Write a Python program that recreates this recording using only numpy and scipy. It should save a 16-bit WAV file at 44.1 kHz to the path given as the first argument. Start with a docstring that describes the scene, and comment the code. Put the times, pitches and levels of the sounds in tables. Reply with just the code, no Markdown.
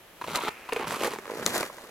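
"""Boots press through deep, cold snow for three steps in a quiet forest: random grain fractures, filtered and
swung in level by jerks, form each crunch; sparser fractures form a dull thud, denser ones a hiss of powder
and jacket. Stick-slip oscillation gives creaks, and decaying sines give single slips and brittle snaps.
A leg brushes through snow between two steps, faint decaying noise stands for echoes from the trees, and
coloured noise for the still air."""
import sys
import numpy as np
from scipy import signal
from scipy.fft import rfft, irfft, next_fast_len
from scipy.io import wavfile

SR = 44100
rng = np.random.default_rng(int(sys.argv[2]) if len(sys.argv) > 2 else 0)


def persist_wave(psi):
    """Save psi, clipped to +-1, as 16-bit WAV."""
    counts = np.round(np.clip(psi, -1, 1) * 32767).astype(np.int16)
    wavfile.write(sys.argv[1], SR, np.atleast_2d(counts).T)


N = 83790  # length in samples

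# Background of still air. Each row: frequency in Hz, density in dB per Hz.
FOREST = [(15, -35), (25, -7.5), (114, -11), (217, -5.5), (439, -6), (3000, -14.5), (4610, -22.5),
          (9070, -26.5), (11600, -19.5), (16000, -27.5)]
# Faint air movement. Each row: frequency in Hz, density in dB per Hz.
FOREST_RUMBLE = [(25, 0), (60, -6), (130, -7)]
FOREST_DB, FOREST_RUMBLE_DB = -52.5, -78.5
FOREST_WIDE_HZ = 2700  # the left-right difference is strong above this
FOREST_SIDE = 0.22  # share of the difference signal kept at every pitch

# Stick-slip creaks. Each row: start in seconds, length in seconds, level in dB, first rate in Hz,
# last rate in Hz, rasp in dB, grit in dB (rasp and grit relative to the level).
CREAKS = [(0.2123, 0.012, -33.5, 1000, 950, -23, -2.5), (0.2387, 0.011, -35.5, 1040, 1000, -13, -1),
          (0.3762, 0.017, -33.5, 1040, 977, -22, -4.5), (0.689, 0.0098, -33.5, 982, 1022, -8, -1),
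          (0.7218, 0.0142, -26, 1198, 446.5, -2.5, -6), (0.7611, 0.014, -25, 1156, 438, -6, -9)]
# Colour of the grit in creaks. Each row: frequency in Hz, density in dB per Hz.
CREAK_GRIT = [(350, 0.5), (1300, 3.5), (2600, -5), (4200, -12), (6000, -22), (14000, -22)]
CREAK_ATTACK_S, CREAK_DROP_S, CREAK_RELEASE_S = 0.002, 0.003, 0.0033
CREAK_JITTER = 0.08  # relative wander of the slip rate
CREAK_RING_HZ, CREAK_RING_WIDTH_HZ, CREAK_OVERTONE_DB = 2470, 260, -24

# Colour of the echoes from the trees. Each row: frequency in Hz, level in dB.
TRUNKS = [(150, -28.5), (450, -21), (1200, -5), (2500, -1), (5000, -29.5), (12000, -69)]
TRUNKS_DB, TRUNKS_T60_S = -19.5, 0.27

# Course of each step. Each row: time in seconds, level of the crunch in dB, level of the thud in dB,
# level of the hiss in dB.
STEP_1 = [(0.258, -57, -51, -50.5), (0.273, -39, -52, -49.5), (0.318, -38, -46, -45.5),
          (0.337, -40.5, -40, -45), (0.354, -25.5, -57, -37.5), (0.372, -35.5, -54, -36),
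          (0.387, -31.5, -61, -47), (0.403, -45.5, -52, -47), (0.412, -34, -51, -49),
          (0.429, -35.5, -56, -42), (0.445, -31, -66, -43.5), (0.491, -31.5, -50, -46),
          (0.498, -68, -74, -57)]
STEP_2 = [(0.71, -50.5, -83, -59), (0.75, -43.5, -63, -51.5), (0.793, -36.5, -64, -47.5),
          (0.84, -35.5, -78, -56), (0.864, -42.5, -47, -56), (0.875, -36.5, -40.5, -44),
          (0.91, -37, -40.5, -41), (0.98, -35.5, -57, -43.5), (1.011, -33.5, -60, -42.5),
          (1.041, -30, -49, -36.5), (1.075, -35.5, -47, -37.5), (1.092, -41, -46, -47),
          (1.122, -37.5, -60, -46.5), (1.139, -38, -58, -40.5), (1.153, -45.5, -54, -52),
          (1.213, -57.5, -63, -58)]
STEP_3 = [(1.242, -47.5, -75, -60.5), (1.32, -42, -67, -48.5), (1.403, -41, -46, -48.5),
          (1.418, -39.5, -52, -53), (1.433, -33, -48, -41.5), (1.449, -47.5, -48.5, -48),
          (1.47, -35, -40, -35.5), (1.525, -37, -50, -41.5), (1.546, -31.5, -46.5, -32.5),
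          (1.611, -32.5, -54, -37.5), (1.649, -40.5, -57, -45.5), (1.672, -43.5, -82, -47),
          (1.691, -52, -69, -54), (1.76, -50, -69, -54), (1.9, -49.5, -77, -57.5)]
# Colour of each step's crunch. Each row: frequency in Hz, density in dB per Hz.
CRUNCH_1 = [(120, -31), (200, -6.5), (400, -1), (637, -4), (1030, 1.5), (1430, 3.5), (1700, -12),
            (2140, -1.5), (2800, -7), (3980, -6.5), (5000, -24), (8000, -40)]
CRUNCH_2 = [(120, -42.5), (200, -6.5), (520, -6), (672, -8), (1170, -3.5), (1600, -12), (2580, -10.5),
            (5000, -28), (6500, -45)]
CRUNCH_3 = [(120, -42), (200, -11.5), (540, -2.5), (800, -8), (1750, -7.5), (2650, -17), (5000, -27.5),
            (6500, -62)]
# Colours of the thud and the hiss. Each row: frequency in Hz, density in dB per Hz.
THUD = [(50, -22), (90, -8.5), (150, -1.5), (220, 1.5), (320, -20)]
HISS = [(3000, 1.5), (4200, 3.5), (5200, 1), (7000, 1), (9000, 0), (13000, -1.5), (15500, -12.5)]
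# Place of each step. Each row: crunch left over right in dB, hiss left over right in dB,
# lead of the hiss on the left in seconds.
PLACES = [(-0.5, 0, -.00003), (-1, -0.5, -.00002), (-2, 3, .00016)]
CRUNCH_PER_S, THUD_PER_S, HISS_PER_S = 2600, 580, 9000
CRUNCH_SCATTER_DB, THUD_SCATTER_DB, HISS_SCATTER_DB = 1.5, 3, -0.5  # per unit of an exponential draw
CRUNCH_SPREAD_S, HISS_SPREAD_S = 0.00003, 0.000025  # the grains lie in slightly different directions
GRAIN_PAN_DB = 2  # spread of the grains' random left-right balance
FADE_S = 0.044
CLUMP_PER_S, CLUMP_DB, CLUMP_SCATTER_DB = 170, -5.5, 3  # larger clumps among the grains
CLUMP_LOW_HZ, CLUMP_HIGH_HZ = 348, 1565
CLUMP_CYCLES = 5.6  # cycles until a clump has decayed by 60 dB
JERK_PER_S, JERK_SETTLE_S, JERK_DB = 140, 0.0066, 2.6

# Single slips of packed snow under the sole. Each row: start in seconds, knock in dB, knock in Hz,
# squeak in dB, squeak in Hz, grit in dB.
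SLIPS = [(0.2657, -41, 567, -33, 830, -37), (0.351, -22.5, 530, -20, 1190, -27),
         (0.3915, -34, 645, -19, 945, -35), (0.435, -24, 333, -19.5, 1310, -43),
         (0.449, -24, 400, -23, 1050, -32), (0.4724, -27, 410, -17.5, 940, -38),
         (0.484, -19.5, 418, -18.5, 860, -20.5), (0.797, -20, 420, -21.5, 1120, -32),
         (0.811, -26, 473, -18.5, 885, -35), (0.8276, -34, 476, -18.5, 870, -28),
         (.871, -32, 583, -24, 910, -25.5), (.907, -32, 620, -18.5, 990, -25),
         (.920, -24, 595, -23, 1350, -31), (0.94, -36, 395, -21, 1140, -31),
         (.947, -47, 470, -21, 1270, -36), (1.0296, -23, 310, -17, 785, -31),
         (1.0455, -20, 516, -17, 1160, -21.5), (1.053, -20.5, 504, -44, 880, -26.5),
         (1.062, -18.5, 540, -38, 1340, -28), (1.068, -24, 527, -39, 1100, -30),
         (1.076, -17, 417, -15.5, 790, -53), (1.0806, -21, 507, -23, 755, -34),
         (1.136, -21.5, 442, -22.5, 880, -32), (1.16, -31, 397, -24, 855, -31.5),
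         (1.1866, -24, 397, -28, 810, -29), (1.2556, -36, 550, -27, 1050, -33),
         (1.278, -27, 420, -29, 1380, -38), (1.2991, -20, 517, -19.5, 930, -37),
         (1.317, -20.5, 455, -31, 724, -36.5), (1.3367, -21.5, 433, -34, 1195, -38),
         (1.355, -24, 420, -33, 730, -38), (1.371, -27.5, 460, -43, 720, -41),
         (1.396, -22, 480, -37, 800, -36), (1.426, -25, 376, -28, 740, -37),
         (1.4636, -21, 517, -27, 990, -19.5), (1.5426, -23, 350, -21, 935, -23.5),
         (1.5608, -19, 480, -17, 704, -29), (1.599, -40, 448, -25, 1110, -30),
         (1.6305, -21, 570, -18, 980, -26.5), (1.6306, -30, 400, -18, 2000, -28),
         (1.6992, -29, 570, -25, 1040, -56), (1.7842, -36, 564, -32.5, 960, -39),
         (1.848, -38.5, 400, -34, 1120, -47)]
# Colour of the grit in slips. Each row: frequency in Hz, density in dB per Hz.
SLIP_GRIT = [(400, -12.5), (1000, -7.5), (1600, -0.5), (2150, -3), (2700, -26), (6000, -19.5), (14000, -38)]
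SLIP_ATTACK_S, KNOCK_T60_S, SQUEAK_T60_S, GRIT_T60_S = 0.00083, 0.022, 0.013, 0.013
SLIP_LOW_HZ = 212  # slips and clumps push little air below this

# Brittle snaps. Each row: start in seconds, level in dB, tilt in dB per octave, left over right in dB,
# splinters in dB (relative to the level).
SNAPS = [(0.3577, -9.5, -18, 2, -12.5), (0.7328, -32, -1, 1, 3.5), (1.4632, -1.5, 3.5, 4.5, -20.5),
         (1.579, -24.5, 20, 8, -13)]
# Modes of a snap. Each row: frequency in Hz, level in dB, 60 dB decay time in seconds.
SNAP_MODES = [(111, -42, 0.027), (351, -24.5, 0.072), (1540, -20.5, 0.013), (2060, -17, 0.014),
              (4076, -10, 0.0077), (6230, -12.5, 0.0043), (7070, -3, 0.0032), (9640, -4.5, 0.00089),
              (12400, -11.5, 0.0011)]
SNAP_TILT_HZ = 5120  # pitch at which the tilt changes nothing
SNAP_TILT_FROM_HZ = 4700  # all modes below share the tilt gain of this pitch
SNAP_ATTACK_S, SPLINTER_T60_S = 0.00012, 0.016

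# Colour of the leg's brush through snow. Each row: frequency in Hz, density in dB per Hz.
RUSTLE = [(350, 0), (1400, -2), (2650, 2), (3300, -12.5), (12000, -21.5)]
RUSTLE_SPAN_S, RUSTLE_DB = (0.52, 0.684), -48.5

TOP_HZ = 16000


def undb(db):
    """Amplitude gain is ten to the power of decibels over twenty."""
    return 10 ** (np.asarray(db) / 20)


def unit(x):
    """Normalisation by signal power: scale to rms 1."""
    return x / np.sqrt(np.mean(x ** 2) + 1e-18)


def pan(db):
    """Level-difference stereo: left and right gains, positive towards the left."""
    return undb(np.array([[db], [-db]]) / 2)


def fade(t, t60):
    """Exponential decay, reaching -60 dB after t60 seconds."""
    return undb(-60 * t / max(t60, 1e-4))


def add(out, start, x):
    """Linear superposition: mix a short sound in at its time."""
    i = int(start * SR)
    out[:, i:i + x.shape[-1]] += x[..., :N - i]


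def colour(x, points):
    """Minimum-phase filtering through (Hz, dB) points, by folding the cepstrum; rms 1."""
    hz, db = np.array(sorted(points), float).T
    size = next_fast_len(2 * N)
    octave = np.log2(np.maximum(np.fft.rfftfreq(size, 1 / SR), 1))
    knots = np.log2(hz)
    # outside the points: a fall of 18 dB per octave, 50 dB at most
    octaves_outside = abs(octave - np.clip(octave, knots[0], knots[-1]))
    gain_db = np.interp(octave, knots, db) - np.minimum(18 * octaves_outside, 50)
    cepstrum = irfft(np.log(undb(gain_db)), size)
    cepstrum[1:size // 2] *= 2
    cepstrum[size // 2 + 1:] = 0
    response = np.exp(rfft(cepstrum, size))
    return unit(irfft(rfft(x, size) * response, size)[..., :x.shape[-1]])


def high_pass(x, hz, order=2):
    """Butterworth high-pass filtering: cut the bass."""
    return signal.sosfilt(signal.butter(order, hz, "high", fs=SR, output="sos"), x)


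def walk(rate, count=N):
    """Interpolated random values, rate per second: a wandering with a spread near 1."""
    return np.interp(np.arange(count) / SR * rate, np.arange(count), rng.standard_normal(count))


def forest():
    """Broadband noise of still air, with a partly independent left-right difference, and a faint rumble."""
    mid, side = rng.standard_normal((2, N))
    side = FOREST_SIDE * side + (1 - FOREST_SIDE) * high_pass(side, FOREST_WIDE_HZ, order=1)
    air = colour(np.array([mid + side, mid - side]), FOREST)
    level_db = FOREST_DB + 0.46 * walk(23.3)
    rumble = colour(rng.standard_normal((2, N)), FOREST_RUMBLE) * undb(FOREST_RUMBLE_DB)
    return air * undb(level_db) + rumble


def creaks(grit):
    """Stick-slip oscillation: the sole slips hundreds of times a second or more; slower slips are larger."""
    out, t = np.zeros((2, N)), np.arange(SR // 25) / SR
    ring = np.exp(-np.pi * CREAK_RING_WIDTH_HZ * t) * np.sin(2 * np.pi * CREAK_RING_HZ * t)
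    for start, length, db, first_hz, last_hz, rasp_db, grit_db in CREAKS:
        rate = last_hz + (first_hz - last_hz) * np.exp(-(t / CREAK_DROP_S) ** 4)
        cycles = np.cumsum(rate * (1 + CREAK_JITTER * walk(840.0, len(t)))) / SR
        overtone = undb(CREAK_OVERTONE_DB) * np.sin(2 * np.pi * 2 * cycles)
        tone = unit(np.sin(2 * np.pi * cycles) + overtone) * (last_hz / rate) ** 1.5
        # rasp: one impulse per slip, of random size, excites a resonance
        releases = np.diff(np.floor(cycles), prepend=-1) * undb(3.6 * rng.standard_normal(len(t)))
        rasp = unit(signal.fftconvolve(releases, ring)[:len(t)]) * undb(rasp_db) * rate / first_hz
        crumbs = np.roll(grit, -int(start * SR), axis=1)[:, :len(t)] * undb(grit_db)
        attack = np.minimum(t / CREAK_ATTACK_S, 1)
        release = np.exp(-np.maximum(t - length + CREAK_RELEASE_S, 0) / CREAK_RELEASE_S)
        add(out, start, undb(db) * attack * release * (tone + rasp + crumbs))
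    return out


def trunks(x):
    """Diffuse reverberation: convolution with decaying noise gives a faint scatter of echoes from the trees."""
    t = np.arange(SR // 2) / SR
    noise = colour(rng.standard_normal((2, len(t))), TRUNKS)
    echoes = unit(noise * fade(t, TRUNKS_T60_S) * np.minimum(t / 0.0042, 1))
    return undb(TRUNKS_DB) * signal.fftconvolve(x, echoes / np.sqrt(len(t)), axes=1)[:, :N]


def grains(per_s, scatter_db, spread_s=0, lead_s=0, pan_db=0):
    """Shot noise of random fractures, each reaching the two channels with its own lag and balance."""
    chance, size = rng.random(N), rng.exponential(size=N)
    side, sign = rng.standard_normal(N), rng.choice([-1, 1], N)
    at = np.flatnonzero(chance < per_s / SR)
    push = sign[at] * undb(scatter_db * np.minimum(size[at], 5))
    out, taps = np.zeros((2, N)), np.arange(-4, 5)[:, None]
    for channel, way in enumerate((-1, 1)):
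        place = at + way * (lead_s + spread_s * side[at]) * SR / 2
        near = np.round(place).astype(int) + taps
        heard = push * undb(-way * pan_db * side[at] / 2)
        # sinc interpolation sets each impulse between samples
        impulses = heard * np.sinc(near - place)
        out[channel] = np.bincount((near % N).ravel(), impulses.ravel(), N)
    return out


def clumps():
    """Shear failure of small clumps at random: each a damped squeak of a few cycles at its own pitch."""
    out, t = np.zeros((1, N)), np.arange(SR // 30) / SR
    gaps, pitches, sizes = rng.exponential(size=800), rng.random(800), rng.standard_normal(800)
    for start, pitch, size in zip(np.cumsum(gaps) / CLUMP_PER_S, pitches, np.clip(sizes, -2, 1)):
        if start < N / SR:
            hz = CLUMP_LOW_HZ * (CLUMP_HIGH_HZ / CLUMP_LOW_HZ) ** pitch
            squeak = fade(t, CLUMP_CYCLES / hz) * np.sin(2 * np.pi * hz * t)
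            add(out, start, undb(CLUMP_SCATTER_DB * size) * squeak)
    return unit(high_pass(out, SLIP_LOW_HZ))


def jerks():
    """Intermittent yielding: level swings in dB, a sudden rise at uneven intervals, then a quick settling."""
    t = np.arange(N) / SR
    starts = np.append(0, np.cumsum(0.5 + rng.random(800)) / JERK_PER_S)
    sizes = 0.5 + rng.random(len(starts))
    last = np.searchsorted(starts, t, "right") - 1
    swing = sizes[last] * np.exp(-(t - starts[last]) / JERK_SETTLE_S)
    return JERK_DB * unit(swing - swing.mean())


def step(levels, crunch_colour, place):
    """Granular collapse under the boot: crunch and hiss swing together in jerks over a thud of packed snow."""
    t = np.arange(N) / SR
    times, *columns = np.array(levels, float).T
    gate = np.exp(-(abs(t - np.clip(t, times[0], times[-1])) / FADE_S) ** 2)
    crunch_db, thud_db, hiss_db = (np.interp(t, times, column) for column in columns)
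    crunch_pan, hiss_pan, lead = place
    jerk_db = jerks()
    # the crunch leads on the left by half as much as the hiss
    crushed = grains(CRUNCH_PER_S, CRUNCH_SCATTER_DB, CRUNCH_SPREAD_S, lead / 2, GRAIN_PAN_DB)
    crunch = unit(colour(crushed, crunch_colour) + undb(CLUMP_DB) * clumps())
    crunch = crunch * undb(crunch_db + jerk_db)
    thud = colour(grains(THUD_PER_S, THUD_SCATTER_DB), THUD) * undb(thud_db)
    powder = grains(HISS_PER_S, HISS_SCATTER_DB, HISS_SPREAD_S, lead)
    hiss = colour(powder, HISS) * undb(hiss_db + jerk_db)
    return gate * ((crunch + thud) * pan(crunch_pan) + hiss * pan(hiss_pan))


def slips(grit):
    """Damped oscillation after single jerks: a hollow knock of the sole, a squeak of shearing snow and grit."""
    out, t = np.zeros((2, N)), np.arange(SR // 25) / SR
    attack = np.minimum(t / SLIP_ATTACK_S, 1)
    for start, knock_db, knock_hz, squeak_db, squeak_hz, grit_db in SLIPS:
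        knock = undb(knock_db) * fade(t, KNOCK_T60_S) * np.sin(2 * np.pi * knock_hz * t)
        squeak = undb(squeak_db) * fade(t, SQUEAK_T60_S) * np.sin(2 * np.pi * squeak_hz * t)
        crumbs = np.roll(grit, -int(start * SR), axis=1)[:, :len(t)]
        crumbs = crumbs * undb(grit_db) * fade(t, GRIT_T60_S)
        add(out, start, (knock + squeak) * attack + crumbs)
    return high_pass(out, SLIP_LOW_HZ) * pan(db=-2.0)


def snaps():
    """Modal ringing after brittle fracture of crust or a buried twig: short damped modes and a few splinters."""
    out, t = np.zeros((2, N)), np.arange(SR // 40) / SR
    splinters = colour(grains(HISS_PER_S, HISS_SCATTER_DB, HISS_SPREAD_S), HISS)
    attack = np.minimum(t / SNAP_ATTACK_S, 1)
    for start, db, tilt_db, pan_db, splinter_db in SNAPS:
        ring = np.zeros(len(t))
        for hz, mode_db, t60 in SNAP_MODES:
            octaves = np.log2(max(hz, SNAP_TILT_FROM_HZ) / SNAP_TILT_HZ)
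            ring += undb(mode_db + tilt_db * octaves) * fade(t, t60) * np.sin(2 * np.pi * hz * t)
        spray = np.roll(splinters, -int(start * SR), axis=1)[:, :len(t)]
        spray = spray * undb(splinter_db) * fade(t, SPLINTER_T60_S)
        add(out, start, undb(db) * pan(pan_db) * (ring + spray) * attack)
    return out


def rustle():
    """Granular friction: between two steps the leg swings forward and brushes softly through loose snow."""
    t = np.arange(N) / SR
    gate = np.exp(-(abs(t - np.clip(t, *RUSTLE_SPAN_S)) / FADE_S) ** 2)
    brushed = grains(CRUNCH_PER_S, CRUNCH_SCATTER_DB, CRUNCH_SPREAD_S)
    return gate * undb(RUSTLE_DB) * colour(brushed, RUSTLE)


def scene():
    """Superposition of the walker's sounds, their echoes from the trees and the still air."""
    grit = grains(HISS_PER_S, CRUNCH_SCATTER_DB, CRUNCH_SPREAD_S)
    walker = creaks(colour(grit, CREAK_GRIT)) + slips(colour(grit, SLIP_GRIT)) + snaps() + rustle()
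    for parts in zip((STEP_1, STEP_2, STEP_3), (CRUNCH_1, CRUNCH_2, CRUNCH_3), PLACES):
        walker = walker + step(*parts)
    return walker + trunks(walker) + forest()


def record(dry):
    """Band limiting: a steep elliptic low-pass removes the highest treble."""
    return signal.sosfilt(signal.ellip(8, 0.2, 70, TOP_HZ, fs=SR, output="sos"), dry)


dry = scene()
out = record(dry)
persist_wave(out)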